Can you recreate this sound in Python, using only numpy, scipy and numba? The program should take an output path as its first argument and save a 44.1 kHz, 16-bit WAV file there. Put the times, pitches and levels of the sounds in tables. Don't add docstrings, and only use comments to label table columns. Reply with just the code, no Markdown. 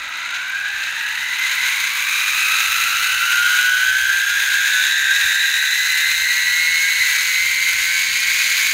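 import sys
import numpy as np
from scipy import signal
from scipy.fft import rfft, irfft, next_fast_len
from scipy.io import wavfile
from scipy.ndimage import uniform_filter1d
from numba import njit

SR = 44100
rng = np.random.default_rng(int(sys.argv[2]) if len(sys.argv) > 2 else 0)


def wav_record(signal):
    frames = np.transpose(np.atleast_2d(signal))
    bounded = np.clip(frames, -1, 1)
    quanta = np.round(bounded * 32767).astype(np.int16)
    wavfile.write(sys.argv[1], SR, quanta)


N = 384993

SLOW_HZ, FAST_HZ = 25, 90
SIZZLE_HZ = 4700
TOP_HZ = 15750
SETTLE_S, SETTLE_DB = 0.3, -12

# (frequency [Hz], relative level [dB per Hz])
WIND_COLOUR = [(20, -26), (32, -10), (45, 4.5), (70, 6.5), (130, -4.5), (250, -26), (600, -41)]
# (level [dB], ...)
WIND_LEVEL_DB = (-65.5, -58.5, -56)
# (middle [s], time to fall to 37 % [s], peak level [dB])
GUSTS = [(3.17, .05, -49), (3.42, .07, -54), (3.91, .05, -51.5), (4.037, .04, -54), (5.25, .03, -49),
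         (6.21, 0.055, -61), (6.93, .04, -63), (7.01, .04, -53), (7.44, .05, -54), (7.98, 0.04, -57)]
# (frequency [Hz], relative level [dB per Hz])
FOREST_COLOUR = [(150, -14), (250, -8.5), (320, 2.5), (400, -13.5), (550, -3.5), (700, 0), (1500, -17)]
# (time [s], level [dB])
HUSH_LEVEL = [(0, -49.5), (1, -54), (3, -56), (4, -63), (6, -68), (7, -58), (8.73, -55)]
# (frequency [Hz], relative level [dB per Hz])
RUSH_COLOUR = [(60, -10), (130, 1), (200, 2.5), (280, -3.5), (400, -23), (800, -30.5)]
# (level [dB], ...)
RUSH_LEVEL_DB = (-66, -65, -63.5, -61.5, -57)

# (time [s], wheel speed [turns/s])
WHEEL_SPEED = [(0, 24.6), (.14, 25.5), (.43, 28.6), (.75, 32.5), (1.4, 39.1), (2.0, 45.3), (2.5, 50.55),
               (2.7, 51.35), (3.07, 55.4), (3.4, 58.6), (3.74, 61.3), (4.05, 63.85), (4.3, 65.7),
               (4.7, 69.0), (5.17, 72.3), (5.45, 74.2), (6.0, 77.7), (6.6, 81.25), (7.0, 83.2), (7.3, 84.8),
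               (7.8, 87.2), (8.3, 89.3), (8.73, 90.4)]
# (middle [s], shudder rate [Hz], time to fall to 37 % [s], depth [turns/s])
SHUDDERS = [(5.165, 4.25, .4, .6), (5.72, 5.0, .15, .3), (7.28, 5.2, .45, .65), (7.79, 5.8, .2, .35),
            (8.585, 5.0, .14, .6)]

# (time [s], level [dB])
ROLL_LEVEL = [(0, -30), (.7, -28.5), (1.4, -25.5), (2.1, -23.5), (2.8, -22.5), (3.5, -22.5), (3.85, -25),
              (4.2, -26), (4.9, -24), (5.6, -24.5), (6.3, -25), (7.0, -25.5), (7.9, -26), (8.4, -24.5),
              (8.73, -25.5)]
# (frequency [Hz], width at half gain [Hz], gain [dB])
FRAME_RINGS = [(918, 216, -19), (1020, 190, -18.5), (1366, 138, -10), (1574, 251, 2), (2006, 130, -1),
               (2453, 520, -2), (2656, 210, -3), (2980, 270, -8), (3857, 565, -2.5), (5060, 1600, -40),
               (6080, 300, -19.5), (6520, 620, -10.5), (7290, 220, -16)]
# (frequency [Hz], gain [dB])
FRAME_BED = [(200, -37), (500, -91), (800, -39), (2000, -2), (5500, -20), (9000, -22.5)]
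STRAND_BANDS = [(5.2, 1.6), (25, 5), (36, 9), (51.5, 8), (78, 12), (100, 14)]
# (level [dB], ...)
STRAND_BANDS_DB = [(-19.5, -19.5, -18, -44), (-9.5, -13, -15.5, -15), (-5.5, -23.5, -22.5, -12),
                   (-6.5, -18, -14.5, -11.5), (-13, -17.5, -21, -15.5), (-20, -23, -15, -10)]
# (level [dB], ...)
SIZZLE_LEVEL_DB = (-10.5, -5.5, -4.5, -.5)
# (level [dB], ...)
TOP_LEVEL_DB = (-28, -18.5, -11, -8)
# (frequencies at even steps of speed [Hz], levels at low and full speed [dB], width [Hz])
HIGH_RINGS = [((9350, 9720, 9400, 10530), (1, -2.2), 990), ((12300, 12050, 11800, 12050), (-4.5, -1), 1100),
              ((14000, 14200, 14450, 14650), (0.5, 3), 1100)]
# (time [s], level [dB])
HIGH_RING_LEVEL = [(0, -64.5), (1, -50.5), (2, -39.5), (2.7, -37), (3.5, -39), (4.2, -43), (5, -45),
                   (6, -39.5), (7.6, -41), (8.2, -42), (8.73, -39)]

FAINT_ORDERS = [5.14, 6.03, 17.66, 18.41, 19.41, 19.61, 20.39, 21.61, 22.61, 24.62, 27.41]
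# (level [dB], ...)
FAINT_LINES_DB = [-30.5, -39, -30.5, -42, -30, -30.5, -29.5, -23.5, -29.5, -25, -25.5]
COMB_ORDERS = [45.82, 46.8, 47.78, 48.86, 49.83, 51.7, 53.06, 54.02, 55.0]
# (level [dB], ...)
COMB_LINES_DB = [-7.5, -6, -3, -6, -7, -9, -12, -8, -4]
# (level [dB], ...)
COMB_STRENGTH_DB = (-21, -20.5, -21, -21, -21.5, -24.5)
MAIN_ORDERS = [12.03, 21.39, 22.39, 23.39, 24.39, 25.39, 26.41, 50.78, 52.86]
# (at low speed [dB], at middle speed [dB], at full speed [dB])
MAIN_LINES_DB = [(-6, 0, 4.5), (-3, 0, -8.5), (-13, -3, -9.5), (-3, 3.5, -4), (-10, 6.5, 0.5),
                 (4, -6.5, -9.5), (-4, 6, -0.3), (-5, -7.5, -16.5), (-7.5, -12, -13.5)]
# (frequency [Hz], gain [dB])
WHINE_RINGS = [(300, -79), (700, -71), (950, -56.5), (1200, -47.5), (1350, -39.5), (1450, -38), (1530, -35),
               (1620, -28.5), (1720, -33.5), (1850, -36.5), (1970, -32.5), (2070, -27), (2170, -30.5),
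               (2280, -31), (2420, -35.5), (2580, -28), (2750, -28), (3050, -31.3), (3400, -28),
               (3750, -18.5), (4100, -19.5), (4800, -50.7)]
# (middle [s], rate [cycles/turn], time to fall to 37 % [s], lift [dB])
FLARES = [(.66, 52.86, .2, 8), (.75, 50.78, .11, -18), (1.4, 52.86, .25, 9), (1.7, 50.78, .15, 7),
          (2.18, 50.78, .24, 15), (2.5, 50.78, .18, 6), (2.66, 25.39, .8, 14.9), (3.1, 52.86, .12, 9),
          (3.28, 26.41, .12, 6), (3.45, 24.39, .12, 3), (3.69, 24.39, .49, 13.5), (3.75, 50.78, .35, 6),
          (4.25, 23.39, .08, -14.1), (4.25, 25.39, .67, 10.5), (4.56, 21.39, .13, 11.8),
          (4.56, 23.39, .14, 6.7), (4.72, 26.41, .24, -11.2), (5.04, 22.39, .8, 11.9),
          (5.36, 21.39, .25, 8.9), (5.36, 23.39, .1, 7.6), (5.44, 22.39, .11, -20),
          (5.44, 25.39, .59, 14.4), (5.99, 22.39, .19, 9.2), (6.39, 24.39, .36, 8), (6.79, 26.41, .26, 7),
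          (7.1, 23.39, .18, 9), (7.3, 26.41, .12, 5), (7.5, 24.39, .3, 4), (7.7, 26.41, .15, 5),
          (7.72, 23.39, .2, 6), (7.98, 25.39, .23, 15.5), (8.13, 23.39, .09, -9.3), (8.55, 24.39, .35, 5.8),
          (8.61, 25.39, .3, 12)]


def undb(db):
    return 10 ** (np.asarray(db) / 20)


def unit(x):
    return x / np.sqrt(np.mean(x ** 2))


def curves(table):
    seconds, *columns = np.transpose(table)
    return [np.interp(np.arange(N) / SR, seconds, column) for column in columns]


def by_speed(wheel_hz, values):
    return np.interp(wheel_hz, np.linspace(SLOW_HZ, FAST_HZ, len(values)), values)


def bump(middle_s, half_s):
    return np.exp(-((np.arange(N) / SR - middle_s) / half_s) ** 2)


def walk(rate):
    hold = int(SR / rate)
    steps = np.repeat(rng.standard_normal(N // hold + 1), hold)
    return 1.99 * uniform_filter1d(uniform_filter1d(steps, hold), hold)[:N]


def slope(points, hz):
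    f, db = np.transpose(points)
    return undb(np.interp(np.log(hz + 1), np.log(f), db))


def above(hz, edge_hz):
    return 1 / (1 + (edge_hz / (hz + 1)) ** 10)


def colour(x, gain_at):
    size = next_fast_len(N)
    hz = np.arange(size // 2 + 1) * SR / size
    return irfft(rfft(x, size) * gain_at(hz), size)[:N]


@njit
def band(x, hz, width):
    y, b, l = np.empty(len(x)), 0., 0.
    for i in range(len(x)):
        g, k = np.tan(np.pi * hz[i] / SR), width[i] / hz[i]
        v = (b + g * (x[i] - l)) / (1 + g * (g + k))
        b, l, y[i] = 2 * v - b, l + 2 * g * v, k * v
    return y


def coloured_noise(points):
    return unit(colour(rng.standard_normal(N), lambda hz: slope(points, hz)))


def air(wheel_hz):
    buffet = undb(by_speed(wheel_hz, WIND_LEVEL_DB) + 2.0 * walk(14))
    gusts = sum(undb(db) * bump(s, half) for s, half, db in GUSTS)
    wind = (buffet + gusts) * coloured_noise(WIND_COLOUR)
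    hush_db = curves(HUSH_LEVEL)[0] + 1.5 * walk(5)
    rush_db = by_speed(wheel_hz, RUSH_LEVEL_DB) + 1.5 * walk(8)
    hush = undb(hush_db) * coloured_noise(FOREST_COLOUR)
    rush = undb(rush_db) * coloured_noise(RUSH_COLOUR)
    return wind + hush + rush


def wheel():
    t = np.arange(N) / SR
    shudder = sum(depth * bump(s, half) * np.cos(2 * np.pi * hz * (t - s))
                  for s, hz, half, depth in SHUDDERS)
    return curves(WHEEL_SPEED)[0] + shudder + 0.06 * walk(9)


def frame(hz):
    rings = sum(undb(2 * db) / (1 + (2 * (hz - f) / width) ** 2) ** 2 for f, width, db in FRAME_RINGS)
    return np.sqrt(rings + slope(FRAME_BED, hz) ** 2)


def grit(turns):
    grains = rng.standard_normal(N) * undb(walk(400))
    beat = 1 + 0.059 * np.cos(4 * np.pi * turns) + 0.064 * np.cos(2 * np.pi * turns)
    flutter_db = 0.43 * walk(40)
    swell_db = 0.6 * walk(7)
    return unit(grains * beat * undb(flutter_db + swell_db))


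def ticks(wheel_hz):
    hit = rng.random(N) < 4.0 * wheel_hz / SR
    size = undb(-14 * rng.random(N))
    burst = np.convolve(hit * size / np.sqrt(wheel_hz), np.exp(-np.arange(90) / 20))[:N]
    return unit(burst * rng.standard_normal(N))


def strand_roar(wheel_hz):
    roar = 0
    for (order, width), db in zip(STRAND_BANDS, STRAND_BANDS_DB):
        centre, wide = order * wheel_hz, width * wheel_hz
        once = band(rng.standard_normal(N), centre, wide)
        twice = band(once, centre, wide)
        roar = roar + undb(by_speed(wheel_hz, db)) * unit(twice)
    return roar


def line(turns, order, waver, flicker_db):
    phase = 2 * np.pi * (order * turns + rng.random()) + waver * walk(22)
    return np.sqrt(2) * undb(flicker_db * walk(14)) * np.sin(phase)


def faint_lines(turns, wheel_hz):
    lines = sum(undb(db) * line(turns, order, waver=0.69, flicker_db=3.5)
                for order, db in zip(FAINT_ORDERS, FAINT_LINES_DB))
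    return (wheel_hz / 70) ** 1.4 * lines


def strand_comb(turns, wheel_hz):
    comb = sum(undb(db) * line(turns, order, waver=0.65, flicker_db=3.0)
               for order, db in zip(COMB_ORDERS, COMB_LINES_DB))
    return undb(by_speed(wheel_hz, COMB_STRENGTH_DB)) * comb


def whine(turns, wheel_hz):
    out = 0
    for order, db in zip(MAIN_ORDERS, MAIN_LINES_DB):
        flare_db = sum(lift * bump(s, half) for s, flaring, half, lift in FLARES if flaring == order)
        fade_db = 0.5 * walk(5)
        gain = slope(WHINE_RINGS, order * wheel_hz) * undb(by_speed(wheel_hz, db) + flare_db + fade_db)
        out = out + gain * line(turns, order, waver=0.26, flicker_db=0.82)
    return out


def high_rings(crackle, wheel_hz):
    level_db, = curves(HIGH_RING_LEVEL)
    out = 0
    for hz, db, width_hz in HIGH_RINGS:
        ring = band(crackle, by_speed(wheel_hz, hz), np.full(N, float(width_hz)))
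        out = out + undb(level_db + by_speed(wheel_hz, db)) * unit(ring)
    return out


def trolley(wheel_hz):
    turns = np.cumsum(wheel_hz) / SR
    roll_db, = curves(ROLL_LEVEL)
    settle = undb(SETTLE_DB * bump(0, SETTLE_S))
    hiss = grit(turns)
    drive = hiss + faint_lines(turns, wheel_hz) + settle * strand_comb(turns, wheel_hz)
    drive = drive + strand_roar(wheel_hz)
    tick_gain = undb(-5.0) * (45 / wheel_hz) ** 1.3
    crackle = unit(hiss + tick_gain * ticks(wheel_hz))
    body = colour(drive, lambda hz: frame(hz) * (1 - above(hz, SIZZLE_HZ)))
    sizzle = colour(drive, lambda hz: frame(hz) * above(hz, SIZZLE_HZ) * (1 - above(hz, 8360)))
    top = colour(crackle, lambda hz: above(hz, 8240) * (hz / 8300 + .1) ** -.4)
    out = undb(roll_db + 4.5) * unit(body)
    out += undb(roll_db + by_speed(wheel_hz, SIZZLE_LEVEL_DB)) * unit(sizzle)
    out += undb(roll_db + by_speed(wheel_hz, TOP_LEVEL_DB)) * unit(top)
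    return out + high_rings(crackle, wheel_hz) + settle * whine(turns, wheel_hz)


def scene():
    wheel_hz = wheel()
    return (air(wheel_hz) + trolley(wheel_hz))[None]


def record(dry):
    return signal.sosfilt(signal.ellip(14, .2, 95, TOP_HZ, fs=SR, output="sos"), dry)


dry = scene()
out = record(dry)
wav_record(out)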